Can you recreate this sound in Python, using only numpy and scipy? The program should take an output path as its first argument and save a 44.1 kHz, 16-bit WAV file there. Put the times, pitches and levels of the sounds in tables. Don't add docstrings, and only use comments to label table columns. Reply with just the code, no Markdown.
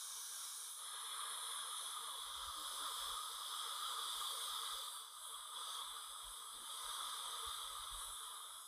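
import sys
import numpy as np
from scipy import signal
from scipy.fft import rfft, irfft, next_fast_len
from scipy.io import wavfile
from scipy.ndimage import uniform_filter1d

SR = 44100
rng = np.random.default_rng(int(sys.argv[2]) if len(sys.argv) > 2 else 0)


def generate_wav(signal):
    frames = np.transpose(np.atleast_2d(signal))
    scaled = np.clip(frames, -1, 1) * 32767
    pcm = np.round(scaled).astype(np.int16)
    wavfile.write(sys.argv[1], SR, pcm)


N = 382347
T = np.arange(N) / SR
SIZE = next_fast_len(N)
HZ = np.maximum(np.arange(SIZE // 2 + 1) * SR / SIZE, 1)


def undb(db):
    return 10 ** (np.asarray(db) / 20)


def unit(x):
    return x / np.sqrt(np.mean(x ** 2))


def curves(table):
    seconds, *columns = np.transpose(table)
    return [np.interp(T, seconds, column) for column in columns]


def ramp(start, end):
    return np.clip((T - start) / (end - start), 0, 1)


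def to_sound(spectrum):
    return irfft(spectrum, SIZE)[:N]


def noise():
    return rfft(rng.standard_normal(SIZE))


def walk(rate):
    hold = int(SR / rate)
    held = np.repeat(rng.standard_normal(N // hold + 1), hold)
    smooth = uniform_filter1d(uniform_filter1d(held, hold), hold)
    return unit(smooth[:N])


def ring(modes, flicker_db, rate):
    spectrum, out = noise(), 0
    for hz, width, db in modes:
        detuning = (HZ / hz - hz / HZ) * hz / width
        gain = np.abs(1 + 1j * detuning) ** -2
        out = out + to_sound(spectrum * gain) * undb(db - flicker_db * walk(rate) ** 2)
    return out


def cut(x, hz, order):
    return signal.sosfilt(signal.butter(order, hz, "high", fs=SR, output="sos"), x)


def patchy(x, low_hz, top_hz, width_hz, patchy_db, rate):
    spectrum, out = rfft(x, SIZE), x
    for hz in np.arange(low_hz, top_hz, width_hz):
        band = np.cos(np.pi / 2 * np.clip((HZ - hz) / width_hz, -1, 1)) ** 2
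        out = out + to_sound(spectrum * band) * (undb(patchy_db * walk(rate)) - 1)
    return out


def swings(table):
    out = np.zeros(N)
    for start_s, db, hz, length in table:
        t = np.arange(int(length * SR)) / SR
        start = int(start_s * SR)
        swell = np.sin(np.pi * t / length) ** 2
        out[start:start + len(t)] += undb(db) * swell * np.sin(2 * np.pi * hz * t)
    return out


# middle in seconds, half length in seconds, rise in dB.
HANDS_SHIFT = [(2.5, 0.55, 20), (7.2, 0.56, 8)]
RUSTLE_DB, RUSTLE_WAVER_DB = -104.5, 7.5


def rustle():
    shifting_db = sum(db * np.exp(-((T - middle) / half) ** 2) for middle, half, db in HANDS_SHIFT)
    cloth = unit(ring([(273, 220, 0)], 7.8, 14))
    return cloth * undb(RUSTLE_DB + shifting_db + RUSTLE_WAVER_DB * walk(9))


# time in seconds, peak of the swing in dB, its frequency in Hz, length of the knock in seconds.
BUMPS = [(2.366, -63, 62, 0.038), (2.417, -61, 43.5, 0.047), (2.47, -57.5, 69, 0.031),
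         (2.66, -72, 40, 0.06), (2.8, -73, 40, 0.06), (3.002, -64, 41.2, 0.053), (3.063, -63, 52, 0.044),
         (3.105, -60.5, 37, 0.045), (3.852, -73, 35.0, 0.032), (4.16, -68, 37, 0.05),
         (4.25, -82, 83.4, 0.067), (4.487, -71, 42.6, 0.057), (4.726, -66, 38.2, 0.045),
         (5.184, -80, 40, 0.082), (5.35, -78, 40, 0.079), (5.85, -76, 38, 0.08), (6.088, -74, 43.1, 0.042),
         (6.25, -58.5, 41, 0.063), (6.85, -64, 34, 0.058), (7.13, -78, 38, 0.05), (7.467, -55, 61.6, 0.027),
         (7.56, -75, 99.6, 0.032), (7.806, -66, 48.4, 0.046), (7.925, -50.5, 39.6, 0.05),
         (7.956, -56.5, 26.9, 0.052), (8.038, -79, 35.0, 0.05), (8.506, -77, 37, 0.065)]
RUMBLE_DB, RUMBLE_WAVER_DB = -102, 6.5
STIRRED_DB, STIRRED_S = -26, 0.18


def rumble():
    stirred = sum(undb(db + STIRRED_DB) * np.exp(-np.abs(T - s) / STIRRED_S) for s, db, _, _ in BUMPS)
    level = (undb(RUMBLE_DB) + stirred) * undb(RUMBLE_WAVER_DB * walk(14))
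    return unit(ring([(33.7, 17, 3), (92, 22, -16.5)], 2.5, 14)) * level


def bumps():
    low = [(s - length / 2, db, hz, 2 * length) for s, db, hz, length in BUMPS]
    knocks = [(s - length / 2, db - 14.0, 100 + 0.14 * hz, length) for s, db, hz, length in BUMPS]
    return swings(low) + swings(knocks)


# start in seconds, peak in dB, frequency in Hz, length in seconds.
HUMS = [(2.102, -77, 300, 0.052), (2.545, -64, 310, 0.11), (2.78, -66.5, 290, 0.1)]


def hums():
    return swings(HUMS)


# start in seconds, end in seconds.
TURNS = [(.66, 0.88), (1.8, 2.6), (5.0, 5.4), (7.95, 8.05)]


def turns():
    return [ramp(start, end) for start, end in TURNS]


# time in seconds, level in dB, second mode against the first in dB,
# side resonances in dB.
SUCTION = [(0.0, -57, 1.5, -1.5), (0.02, -56.5, 1.5, -1.5), (0.77, -56.5, 7, -1.5), (0.79, -52, 1, 2.5),
           (1.13, -49.5, 2, 6), (2.66, -49, 1, -4.5), (2.85, -44, -1.5, -1.5), (2.94, -49.5, 1.5, -1),
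           (3.02, -47, 1.5, -0.5), (3.31, -49.5, 1.5, -1.5), (3.67, -46, 1.5, -3), (4.73, -48.5, 4, 2),
           (5.12, -58, 1.5, -3.5), (5.26, -52.5, 1.5, -5), (5.5, -55.5, 2, -1.5), (5.55, -50, 2, -5),
           (5.82, -48.5, 2.5, -1.5), (5.87, -50.5, 0.5, -1), (6.5, -54.5, 1, -2), (6.9, -47, 1.5, -0.5),
           (8.04, -51.5, 3, 1), (8.67, -56, -1, -6.5)]
# frequency in Hz, width in Hz, level in dB.
TIP_LOW = [(963, 180, -8.5), (1075, 127, -5), (1228, 203, 5), (1450, 75, -20.5)]
TIP_HIGH = [(3086, 140, -12.5), (3347, 232, 0.5), (3582, 218, -4), (3815, 363, -6)]
TIP_MID = [(1620, 122, -8.5), (1980, 315, -15), (2410, 410, -24), (3964, 370, -10)]
# frequency in Hz, width in Hz, level in dB.
TIP_COVERED = [(990, 330, -11), (1123, 250, -1), (1350, 300, -4), (1610, 99, -5), (2300, 220, -11.5),
               (3140, 230, -9.5), (3390, 520, -3), (3760, 410, 1), (4230, 340, -14)]
# frequency in Hz, width in Hz, level in dB.
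HOSE = [(208, 44, -22), (381.6, 28, -14.5), (462, 37.5, -6), (541, 58, -9), (625, 43, -11.5),
        (718, 71, -15), (832, 88, -18)]
# its frequency in Hz, width in Hz, share of amplitude left.
HOLLOW = (2700, 296, 0.44)
TIP_BASS_CUT_HZ = 430
HOSE_COVERED_DB = -2.5


def suction(gulp):
    level_db, upper_db, side_db = curves(SUCTION)
    free = ring(TIP_LOW, 0.81, 12)
    free = free + ring(TIP_HIGH, 0.13, 11) * undb(upper_db)
    free = free + ring(TIP_MID, 1.1, 21) * undb(side_db)
    lifted = turns()[0]
    tip = lifted * free + (1 - lifted) * ring(TIP_COVERED, 0.72, 8.9)
    hz, width, share = HOLLOW
    hollow = 1 - (1 - share) * np.exp(-((HZ - hz) / width * 2) ** 2)
    tip = cut(to_sound(rfft(tip, SIZE) * hollow), TIP_BASS_CUT_HZ, order=4)
    hose = ring(HOSE, 10.2, 20) * undb(HOSE_COVERED_DB * (1 - lifted))
    return (tip + hose) / np.std(tip) * undb(level_db + 0.5 * gulp)


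# time in seconds, water splashing on the tooth in dB, air jet in dB.
SPRAY = [(0.0, -54.5, -52), (0.6, -56, -52), (0.77, -62.5, -52.5), (1.28, -66, -50.5), (1.91, -59, -51.5),
         (2.0, -64, -53), (2.46, -61, -56), (2.8, -57.5, -52), (3.31, -60, -54.5), (4.3, -57.5, -51.5),
         (4.8, -58, -53), (4.95, -67.5, -54.5), (5.09, -68, -61.5), (5.26, -70, -52.5), (5.43, -72, -58),
         (5.75, -59.5, -54.5), (5.94, -70, -56), (5.99, -68, -55), (6.57, -68.5, -55.5), (6.83, -60, -52.5),
         (7.9, -64, -54.5), (8.04, -66, -51.5), (8.38, -71.5, -56.5), (8.67, -72, -56.5)]
# frequency in Hz, relative spectral level in dB.
HOLDS = [
    [(2530, -33), (4300, -9), (4780, -6.5), (5680, 1.5), (6590, -0.5), (7140, -6.5), (7950, -5.5),
     (8990, 1.5), (10800, 0.5), (11600, -6.5), (12300, -32), (13300, -8), (14100, -2), (14800, -17),
     (15400, -25)],
    [(2530, -46), (4300, -5), (4610, -23), (5070, -7.5), (5410, -17.5), (5500, -17), (6050, -8),
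     (6770, -15), (8340, -13), (9090, -2), (10400, -1.5), (11100, -4.5), (13100, -26), (14200, -18),
     (15400, -37)],
    [(2530, -27), (4300, 4), (4990, 8), (5470, -1), (6280, 4), (6990, -7), (8030, 0), (9040, 2.5),
     (9740, 0.5), (10600, 5), (12100, -12.5), (12700, -3.5), (13400, -4.5), (14400, -9), (15400, -23)],
    [(2530, -32), (4300, -5.5), (4840, 1.5), (5470, -7), (6250, -0.5), (6990, -12), (7420, -9.5),
     (8030, 3.5), (8390, 6), (8710, -2.5), (9230, 5), (10200, 6), (11700, -5), (14500, -9.5), (15400, -26)],
    [(2530, -62), (4300, -27), (4890, -13), (5990, -13), (6520, -13), (7070, -21), (7910, -9), (8610, -12),
     (9180, -5.5), (10100, -2), (11400, -13.5), (12700, -14), (13600, -21), (14600, -25), (15400, -41)],
]
SPLASH_TOP_HZ = 7200
SPRAY_CUT_HZ = 3470


def spray(gulp):
    splash_db, jet_db = curves(SPRAY)
    turned = [1] + turns() + [0]
    low = 1 / (1 + (HZ / SPLASH_TOP_HZ) ** 40)
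    mist, splash, jet = noise(), 0, 0
    for colour, arrived, left in zip(HOLDS, turned, turned[1:]):
        hz, db = np.transpose(colour)
        shaped = mist * undb(np.interp(np.log(HZ), np.log(hz), db, left=-90))
        share = arrived - left
        splash = splash + share * unit(to_sound(shaped * low))
        jet = jet + share * unit(to_sound(shaped * (1 - low)))
    both = splash * undb(splash_db + 0.32 * gulp) + jet * undb(jet_db + 0.44 * gulp)
    return cut(both, SPRAY_CUT_HZ, order=6)


# time in seconds, turns per second in Hz.
ROTOR = [(0.6, 5150), (0.7, 5020), (0.9, 5255), (1.3, 5262), (1.9, 5205), (2.15, 4980), (2.65, 5170),
         (2.85, 5095), (3.13, 5250), (3.36, 5020), (3.63, 5240), (3.8, 4965), (3.9, 4885), (4.0, 4830),
         (4.14, 4855), (4.42, 4570), (4.75, 4950), (5.0, 4575), (5.2, 4876), (5.55, 5030), (5.76, 4630),
         (5.96, 4911), (6.2, 5095), (6.33, 5120), (6.5, 5010), (6.6, 5000), (6.75, 4860), (6.87, 4620),
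         (6.93, 4730), (7.0, 4620), (7.08, 4715), (7.2, 4610), (7.45, 4870), (7.82, 5040), (8.0, 4625),
         (8.22, 4890), (8.67, 5075)]
MULTIPLES = (1, 2, 3, 1.33, 1.43)
# start in seconds, end in seconds, rms level in dB before the flicker.
WHINE = [
    [(.62, .72, -73), (.82, 1.97, -70), (2.55, 3.5, -66), (3.5, 4.4, -64.5), (4.6, 4.87, -65),
     (4.87, 5.04, -69), (5.04, 5.55, -76), (5.55, 5.82, -69), (5.95, 6.08, -68), (6.08, 6.56, -72),
     (6.65, 6.82, -70), (7.84, 7.92, -76), (8.22, 8.53, -77), (8.53, 8.7, -70)],
    [(2.42, 2.65, -66), (2.65, 2.86, -57), (2.86, 3.1, -65), (3.1, 3.3, -61), (3.45, 3.85, -63),
     (3.9, 4.15, -68), (4.27, 4.36, -60), (4.36, 4.46, -54), (4.92, 5.03, -60), (6.8, 7.22, -74)],
    [(3.76, 4.2, -77), (4.2, 4.52, -71), (4.76, 5.03, -72), (5.57, 5.76, -75), (6.62, 6.76, -77),
     (6.76, 7.02, -71), (7.11, 7.19, -72), (7.82, 8.01, -75)],
    [(5.07, 5.3, -78), (7.23, 7.37, -76), (7.98, 8.25, -75), (8.25, 8.56, -81), (8.56, 8.7, -74)],
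    [(6.62, 6.8, -79), (6.8, 7.1, -76)],
]
INERTIA_S, FADE_S = 0.05, 0.028


def whine():
    hz = uniform_filter1d(curves(ROTOR)[0], int(INERTIA_S * SR))
    trembling_hz = hz * (1 + 0.0015 * walk(40))
    phase = 2 * np.pi * np.cumsum(trembling_hz) / SR
    out = 0
    for multiple, stretches in zip(MULTIPLES, WHINE):
        heard = 0
        for start, end, db in stretches:
            inside = np.minimum(T - start, end - T)
            heard = heard + undb(db) * np.clip(inside / FADE_S + 0.5, 0, 1)
        out = out + heard * undb(1.6 * walk(22)) * np.sin(multiple * phase)
    return np.sqrt(2) * out


def scene():
    gulp = walk(16)
    mount = rustle() + rumble() + bumps() + hums()
    roar = patchy(suction(gulp), 345, 4400, 110.2, 1.85, 20)
    mist = patchy(spray(gulp), 4300, 15600, 397, 1.45, 18)
    mono = mount + roar + mist + whine()
    return np.array([mono, mono])


TOP_HZ = 15580


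def record(dry):
    soft = signal.sosfilt(signal.butter(8, 14900, fs=SR, output="sos"), dry)
    return signal.sosfilt(signal.ellip(10, 0.2, 60, TOP_HZ, fs=SR, output="sos"), soft)


dry = scene()
out = record(dry)
generate_wav(out)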